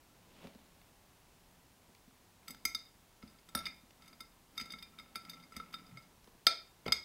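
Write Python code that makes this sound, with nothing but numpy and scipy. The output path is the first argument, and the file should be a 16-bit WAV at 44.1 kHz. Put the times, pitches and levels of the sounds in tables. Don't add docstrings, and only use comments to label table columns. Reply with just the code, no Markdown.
import sys
import numpy as np
from scipy import signal
from scipy.fft import rfft, irfft, next_fast_len
from scipy.io import wavfile

SR = 44100
rng = np.random.default_rng(int(sys.argv[2]) if len(sys.argv) > 2 else 0)


def store_pcm(level_fs):
    pcm = np.round(np.clip(level_fs, -1, 1) * 32767).astype(np.int16)
    wavfile.write(sys.argv[1], SR, np.atleast_2d(pcm).T)


N = 310596
TIME = np.arange(N) / SR

# (time [s], level [dB])
SWEEP = [(0, -87), (.25, -73.5), (.46, -59.5), (.52, -71), (1.0, -80.5), (1.42, -77), (1.7, -95)]
# (time [s], strength [dB], brightness [dB per octave],
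# nearness to the rim [dB], lid against jar [dB], hardness [dB])
CLINKS = [(2.4805, -51, 4, -3, -1, 1), (2.5056, -52.5, 4, -6, 2.5, -4),
          (2.652, -34.5, 1.5, -11.5, 6.5, -0.5), (2.7477, -40.5, 1.5, 4, 2, -0.5),
          (3.2261, -67.5, -6, -9, 3, 5.5), (3.2765, -68.5, 0, 7, 6.5, 1), (3.488, -62, 1.5, -5, 0, -1),
          (3.5498, -39, -2, -15, -5.5, 8), (3.5734, -47.5, 0, -3, -13, -1), (3.5884, -48, -1, 3, -2, -6),
          (3.6551, -51, 7, 21, 0, 2), (3.6655, -49.5, -4, -2, 9, 5.5), (4.0213, -64.5, -0.5, -1, 0, 0),
          (4.0783, -62.5, 1.5, -3, 5, -7), (4.129, -64, -3, 6, 1.5, 1), (4.2051, -49.5, -1, -0.5, 0, -5.5),
          (4.5775, -42.5, -1, 5, -1.5, -8), (4.5985, -48.5, -1.5, -9, 8, -3), (4.611, -48.5, -0.5, 0, 8, 3),
          (4.6564, -58, -1, -6, 2, -6), (4.7037, -56.5, 2.5, 13, 1, -3), (4.7207, -56, 5.5, 4, 7.5, 1),
          (4.7364, -58, -11.5, 16, 5.5, -2), (4.7855, -63, 5, 12, -1, 5), (4.8254, -54, 1.5, 6.5, -3, 0),
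          (4.9866, -58, -0.5, 7.5, -10, 4), (4.9974, -62, -14, 15.5, 3, -8),
          (5.1562, -43, -2, -7.5, 1, -0.5), (5.2505, -67.5, -7, -3, 9, 4), (5.2962, -54.5, 6.5, 2, 2, 2.5),
          (5.3331, -58, -6, 5, 5.5, -9), (5.4365, -67, -1, -3, 9, -4), (5.5212, -62, -5, -11, 2.5, -13),
          (5.5647, -49, 0, -11, 1.5, 1), (5.5994, -57, -13, -1.5, -3.5, 2), (5.7401, -48, -4, 7, -5, 1),
          (5.8646, -73, 6, 13, 8, -5), (5.9719, -58, -6.5, -2, 4, -4), (6.4674, -24, -2, 6, 0, 0.5),
          (6.8619, -52, -5, -3.5, 6.5, 7), (6.8799, -48, -11, 14.5, 2, 7.5),
          (6.9218, -30.5, 0.5, 7, 3.5, 6.5)]
# (frequency [Hz], level [dB], t60 [s])
GLASS_MODES = [(1310, -10.5, 0.11), (1333.7, -3.5, 0.1), (2112, -6.5, 0.061), (2163.5, -1, 0.053),
               (3669, 1.5, 0.065), (4750, -2.5, 0.036), (4770, -11.5, 0.075), (4938, -1.5, 0.057),
               (4987, -5, 0.081), (5760, -14.5, 0.023), (6130, -3.5, 0.055), (6570, -4.5, .06),
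               (7820, -1, 0.056), (7870, -19, 0.076), (9610, -4, 0.05), (10250, -5, 0.022),
               (11050, -5, 0.022), (11950, -9, 0.05), (12785, -4, 0.026), (13684, -8.5, .04),
               (14276, -16.5, .04), (14950, -12, 0.04)]
# (frequency [Hz], level [dB per Hz])
CRACK_COLOUR = [(60, -39.5), (200, -37.5), (700, -14.5), (1500, 1), (2500, -7.5), (3300, 6), (4050, -2),
                (4700, 7), (5600, -9.5), (7100, -18.5), (9500, -15.5), (15000, -28.5)]
# (frequency [Hz], level [dB per Hz])
SCRAPE_COLOUR = [(300, -10), (900, -9.5), (1330, -6.5), (1700, -2.5), (2200, 8), (3200, -7), (4900, -16),
                 (7000, -23.5), (15000, -17.5)]
RESTING_DB = -87


def from_db(db):
    return 10 ** (np.asarray(db) / 20)


def rms_one(x):
    return x / np.sqrt(np.mean(x ** 2) + 1e-20)


def gain_in_time(rows):
    return from_db(np.interp(TIME, *np.transpose(rows)))


def at_hz(points, hz):
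    known_hz, values = np.transpose(points)
    return np.interp(np.log(np.maximum(hz, 1)), np.log(known_hz), values)


def noise(spectrum):
    size = next_fast_len(N)
    colour = from_db(at_hz(spectrum, np.fft.rfftfreq(size, 1 / SR)))
    white = rng.standard_normal(size)
    return rms_one(irfft(rfft(white) * colour, size)[:N])


def clicks(times, levels_db):
    out = np.zeros(N)
    samples = np.round(np.asarray(times) * SR).astype(int)
    out[np.clip(samples, 0, N - 1)] = from_db(levels_db)
    return out


def decay_per_sample(t60):
    return from_db(-60 / (t60 * SR))


def ring(force, hz, t60):
    r, w = decay_per_sample(t60), 2 * np.pi * hz / SR
    return signal.lfilter([0, r * np.sin(w)], [1, -2 * r * np.cos(w), r * r], force + 1e-18)


def burst(force, spectrum, t60, rise_t60=0.0011):
    fall, rise = decay_per_sample(t60), decay_per_sample(rise_t60)
    swell = signal.lfilter([1 - rise], [1, -rise], force + 1e-18)
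    envelope = signal.lfilter([1], [1, -fall], swell)
    return noise(spectrum) * envelope


def room_tone(level_db=-65.5):
    # (frequency [Hz], level [dB per Hz])
    air_colour = [(12, -29), (20, 2), (27, 2.5), (133, -1.5), (171, -7), (372, -7), (491, -10), (958, -8),
                  (1230, -12.5), (1340, -13), (2400, -15.5), (3170, -16), (15500, -22)]
    return from_db(level_db) * noise(air_colour)


def rumble(rest_db=-76.5, move_db=-2.0, sweep_db=-1.5, attack_s=0.051, release_s=0.11):
    # (frequency [Hz], level [dB per Hz])
    rumble_colour = [(40, -12.5), (110, -24), (170, 3), (260, -1.5), (380, -13.5), (1000, -18.5),
                     (3000, -41)]
    working = from_db(move_db) * effort(attack_s, release_s)
    sweeping = from_db(sweep_db) * gain_in_time(SWEEP)
    pushing = np.hypot(working, sweeping)
    return np.hypot(from_db(rest_db), pushing) * noise(rumble_colour)


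def fingers(tick_db=-4.5, tick_t60=0.019, grain_db=2.5, needles_per_s=70, needle_db=2.5,
            needle_spread_db=0.0, needle_t60=.005):
    # (time [s], level [dB])
    ticks = [(0.471, -45.5), (0.549, -51.5), (0.8148, -51), (1.949, -49), (2.5466, -44.5), (3.907, -49.5),
             (6.243, -50.5), (6.274, -51.5)]
    # (frequency [Hz], level [dB per Hz])
    tick_colour = [(400, -5.5), (1000, 0), (1800, -2.5), (3500, -2), (5500, -7.5), (9000, -20),
                   (16000, -13)]
    cloth_colour = [(180, -27), (300, -12.5), (396, -12), (680, -9.5), (750, -13), (1520, -20.5),
                    (2820, -16.5), (15000, -45)]
    times, levels_db = np.transpose(ticks)
    threads = from_db(grain_db * noise([(100, 0), (1000, -40), (10000, -100)]))
    brush = rms_one(threads * noise(cloth_colour))
    needle_sizes_db = needle_db + needle_spread_db * np.minimum(rng.exponential(1, N), 2)
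    snaps = (rng.random(N) < needles_per_s / SR) * from_db(needle_sizes_db)
    crackle = burst(snaps, tick_colour, needle_t60)
    sweep = gain_in_time(SWEEP) * (brush + crackle)
    return sweep + burst(clicks(times, levels_db + tick_db), tick_colour, tick_t60)


def table(thump_db=2.5, knock_db=-1.0, knock_t60=0.056, cloth_hz=300, shake_db=-31, shake_follows=0.51,
          shake_knock_db=-6.0, shake_limit_db=-51.0):
    # (time [s], thump [dB], knock [dB])
    bumps = [(0.446, -44, -47.5), (0.469, -57, -55), (0.551, -49, -59), (1.891, -59, -61.5),
             (2.073, -53, -73), (2.498, -48.5, -55.5), (2.649, -46, -53.5), (3.231, -43, -66),
             (3.549, -36, -40), (3.829, -54, -70), (4.611, -48.5, -61), (4.732, -50, -77),
             (5.162, -52, -60), (5.564, -43, -58), (6.276, -60.5, -57), (6.345, -63, -60.5),
             (6.863, -39.5, -36.5), (6.88, -37, -36.5)]
    # (frequency [Hz], level [dB], t60 [s])
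    table_modes = [(70, -15.5, 0.23), (148, -11, 0.074), (209, -2, 0.085), (249, -2.5, 0.067),
                   (338, -9.5, 0.044)]
    # (frequency [Hz], level [dB per Hz])
    knock_colour = [(30, -16.5), (70, -7), (200, -0.5), (400, 2), (650, -2), (1000, -4.5), (2000, -21),
                    (5000, -45)]
    times, thumps, knocks = np.transpose(bumps)
    drive_db = struck_db(CLINKS, GLASS_MODES[0][0])[:, 0]
    shakes_db = np.minimum(shake_db + shake_follows * drive_db, shake_limit_db)
    shakes = clicks(np.transpose(CLINKS)[0], shakes_db)
    soften = signal.butter(2, cloth_hz, fs=SR, output="sos")
    force = signal.sosfilt(soften, clicks(times, thumps + thump_db) + shakes + 1e-18)
    thump = sum((-1) ** k * from_db(db) * ring(force, hz, t60) for k, (hz, db, t60) in enumerate(table_modes))
    knocking = clicks(times, knocks + knock_db) + from_db(shake_knock_db) * shakes
    return thump + burst(knocking, knock_colour, knock_t60)


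def effort(attack_s, release_s):
    # (start [s], length [s], level [dB])
    moves = [(2.43, 0.11, -70.5), (3.24, 0.12, -74.5), (3.57, 0.11, -61), (4.029, 0.096, -67),
             (4.579, 0.17, -64.5), (4.86, .22, -69), (5.235, 0.17, -63), (5.533, 0.46, -65)]
    out = from_db(RESTING_DB)
    for start, length, db in moves:
        before = np.maximum(start - TIME, 0) / attack_s
        after = np.maximum(TIME - start - length, 0) / release_s
        out = np.maximum(out, from_db(db) * np.exp(-np.minimum(before + after, 20)))
    return out


def rubbing(rub, slips_per_s=220, spread_db=1.0, treble_loss_db=17.0, ring_db=-2.5, scrape_db=-6.5,
            scrape_t60=0.0087):
    slips = np.flatnonzero(rng.random(N) < slips_per_s / SR) / SR
    sizes_db = spread_db * np.minimum(rng.exponential(1, len(slips)), 3)
    rings = 0
    for hz, mode_db, t60 in GLASS_MODES:
        dull_db = -treble_loss_db * np.log(hz / GLASS_MODES[0][0])
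        scatter_db = rng.normal(0, 2.35, len(slips))
        rings = rings + ring(clicks(slips, sizes_db + mode_db + dull_db + scatter_db), hz, t60)
    scrape = burst(clicks(slips, 2 * sizes_db), SCRAPE_COLOUR, scrape_t60)
    return rub * (from_db(ring_db) * rms_one(rings) + from_db(scrape_db) * rms_one(scrape))


def slides(lead_s=0.0061, level_db=0.0, t60=0.049, clean_db=-41.5):
    times, strength_db, *_, hardness_db = np.transpose(CLINKS)
    gentle = strength_db < clean_db
    levels_db = (strength_db + hardness_db)[gentle] + level_db
    return burst(clicks(times[gentle] - lead_s, levels_db), SCRAPE_COLOUR, t60, rise_t60=0.028)


def struck_db(contacts, hz, rim_hz=3730, rim_width_octaves=0.74, rim_balance=0.43):
    # (frequency [Hz], share)
    lid_share = [(1330, -0.62), (2140, 1), (3666, -0.64), (4750, 0.44), (6200, 0.57), (9000, -0.17)]
    # (frequency [Hz], level [dB])
    contact_colour = [(1320, -1), (2140, 0), (3666, 1), (4850, 4), (6200, -4.5), (8000, -2.5), (9600, -2.5),
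                      (12000, -2.5), (15000, -0.5)]
    _, strength, brightness, rim, lid, _ = np.transpose(contacts)[:, :, None]
    octaves = np.log2(np.atleast_1d(hz) / rim_hz)
    near_rim = np.exp(-(octaves / rim_width_octaves) ** 2) - rim_balance
    spot = rim * near_rim + lid * at_hz(lid_share, hz)
    return strength + brightness * octaves + spot + at_hz(contact_colour, hz)


def glass(contacts, ring_db=3.0, crack_db=-1, crack_follows=0.86, crack_t60=0.014, crack_rise_t60=0.0046,
          build_t60=0.0086, scatter_db=2.5, overtone_scatter_db=4.5, overtone_db=-6.0, detune=0.0033,
          overtone_detune=0.007, splash_db=-1.0, splash_t60=0.032, splash_rise_t60=0.0059):
    # (frequency [Hz], level [dB per Hz])
    low_splash = [(3500, -39.5), (5500, -1.5), (6400, 5), (7100, -20), (8200, 1.5), (10000, -22)]
    high_splash = [(6500, -32.5), (9000, -5.5), (11000, 3), (15000, -5), (17000, -10)]
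    splash_hz = [7000, 11400]
    times, strength_db, *_, hardness_db = np.transpose(contacts)
    hz, mode_db, t60 = np.transpose(GLASS_MODES)
    overtone = hz > 5900
    crack_force = clicks(times, crack_db + crack_follows * strength_db + hardness_db)
    crack = burst(crack_force, CRACK_COLOUR, crack_t60, crack_rise_t60)
    splash = 0
    for db, colour in zip(struck_db(contacts, splash_hz).T, (low_splash, high_splash)):
        splash = splash + burst(clicks(times, db + splash_db), colour, splash_t60, splash_rise_t60)
    t = TIME[:SR // 5]
    fading = np.exp(-np.log(1000) * t / t60[:, None])
    envelopes = fading - np.exp(-np.log(1000) * t / build_t60)
    rings = np.zeros(N + len(t))
    for s, drive_db in zip(times, struck_db(contacts, hz)):
        strength, grip, phase = rng.standard_normal((3, len(hz)))
        spot_db = np.where(overtone, overtone_db + overtone_scatter_db * strength, scatter_db * strength)
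        held_hz = hz * (1 + np.where(overtone, overtone_detune, detune) * grip)
        waves = np.sin(2 * np.pi * (held_hz[:, None] * t + (overtone * phase)[:, None]))
        start = int(s * SR)
        rings[start:start + len(t)] += from_db(drive_db + mode_db + ring_db + spot_db) @ (envelopes * waves)
    return rings[:N] + crack + splash


def rattles(rub, per_s=16, level_db=-4.5, spread_db=4, tilt_db=3.0, spot_db=3.5):
    when, chance = rng.random((2, 256))
    size, tilt, rim, lid, hardness = rng.standard_normal((5, len(when)))
    rub_db = 20 * np.log10(rub[(when * N).astype(int)])
    strength_db = rub_db + level_db + spread_db * size
    rows = np.transpose([when * N / SR, strength_db, tilt_db * tilt, spot_db * rim, spot_db * lid, hardness])
    chosen = chance < per_s * N / SR / len(when)
    moving = rub_db > RESTING_DB + 1
    return rows[chosen & moving]


def wire():
    # (time [s], level [dB])
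    twangs = [(2.654, -48), (3.664, -48.5), (4.826, -56.5), (5.158, -56), (6.467, -36), (6.924, -48)]
    hinge_stops = [(3.551, -32.5)]
    # (frequency [Hz], level [dB], t60 [s])
    bail_modes = [(2392, -.5, .21), (3673, -4.5, .34)]
    hinge_modes = [(5577, -0.78, 0.042), (9600, 0, 0.061)]
    out = 0
    for blows, modes in ((twangs, bail_modes), (hinge_stops, hinge_modes)):
        force = clicks(*np.transpose(blows))
        out = out + sum(from_db(db) * ring(force, hz, t60) for hz, db, t60 in modes)
    return out


def seal(rough=0.55):
    # (time [s], pitch [Hz], level [dB])
    groan = [(5.885, 175.4, -87), (5.911, 151, -56), (5.945, 136, -53), (5.975, 128, -61), (6.01, 125, -89)]
    times, pitch_hz, level_db = np.transpose(groan)
    phase = 2 * np.pi * np.cumsum(np.interp(TIME, times, pitch_hz)) / SR
    unsteady = 1 + rough * noise([(40, 0), (200, -40), (2000, -100)])
    pressed = (TIME > times[0]) & (TIME < times[-1])
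    return pressed * from_db(np.interp(TIME, times, level_db)) * unsteady * np.sin(phase)


def clasp(crack_db=1.5, crack_t60=0.0098, lowest_hz=300):
    # (time [s], level [dB])
    catch = [(6.4682, -11.5)]
    # (frequency [Hz], level [dB], t60 [s])
    clasp_modes = [(684, -24.5, 0.053), (1018, -20, 0.011), (3300, 1.5, 0.0061), (4450, -1, 0.014)]
    force = clicks(*np.transpose(catch))
    rings = sum(from_db(db) * ring(force, hz, t60) for hz, db, t60 in clasp_modes)
    snap = rings + from_db(crack_db) * burst(force, CRACK_COLOUR, crack_t60)
    return signal.sosfilt(signal.butter(2, lowest_hz, "high", fs=SR, output="sos"), snap)


def room(x, first_echo_s=0.004, build_s=0.015, t60=0.33, absorb_hz=16000):
    # (frequency [Hz], level [dB])
    echo_colour = [(200, -7.5), (700, -6), (1400, -12), (2200, -8), (2900, -14.5), (3800, -9.5),
                   (5000, -11), (8000, -13.5), (15000, -16)]
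    t = TIME[:SR // 2]
    hz = np.fft.rfftfreq(len(t), 1 / SR)
    white = rfft(rng.standard_normal(len(t)))
    onset = np.clip((t - first_echo_s) / build_s, 0, 1)
    centres = np.geomspace(100, 16000, 22)
    nearest = np.abs(np.log((hz[:, None] + 1) / centres)).argmin(axis=1)
    response = 0
    for k, centre in enumerate(centres):
        in_band = nearest == k
        decay = onset * np.exp(-np.log(1000) * t * (1 + (centre / absorb_hz) ** 2) / t60)
        echo = irfft(white * in_band, len(t)) * decay
        share = np.sqrt(np.mean(in_band)) / np.linalg.norm(echo)
        response = response + from_db(at_hz(echo_colour, centre)) * echo * share
    return signal.fftconvolve(x, response)[:N]


def scene(snap_echo_db=-3.0):
    air, snap = room_tone(), clasp()
    rub = effort(attack_s=0.027, release_s=0.048)
    near = slides() + wire() + seal() + table() + rumble() + fingers()
    near = near + glass(np.vstack([CLINKS, rattles(rub)])) + rubbing(rub)
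    echo = room(near + from_db(snap_echo_db) * snap)
    return (near + snap + echo + air)[None]


def record(dry, top=.34, cutoff_hz=15750):
    rounded = dry / (1 + (dry / top) ** 4) ** (1 / 4)
    return signal.sosfilt(signal.ellip(12, .1, 80, cutoff_hz, fs=SR, output="sos"), rounded)


dry = scene()
out = record(dry)
store_pcm(out)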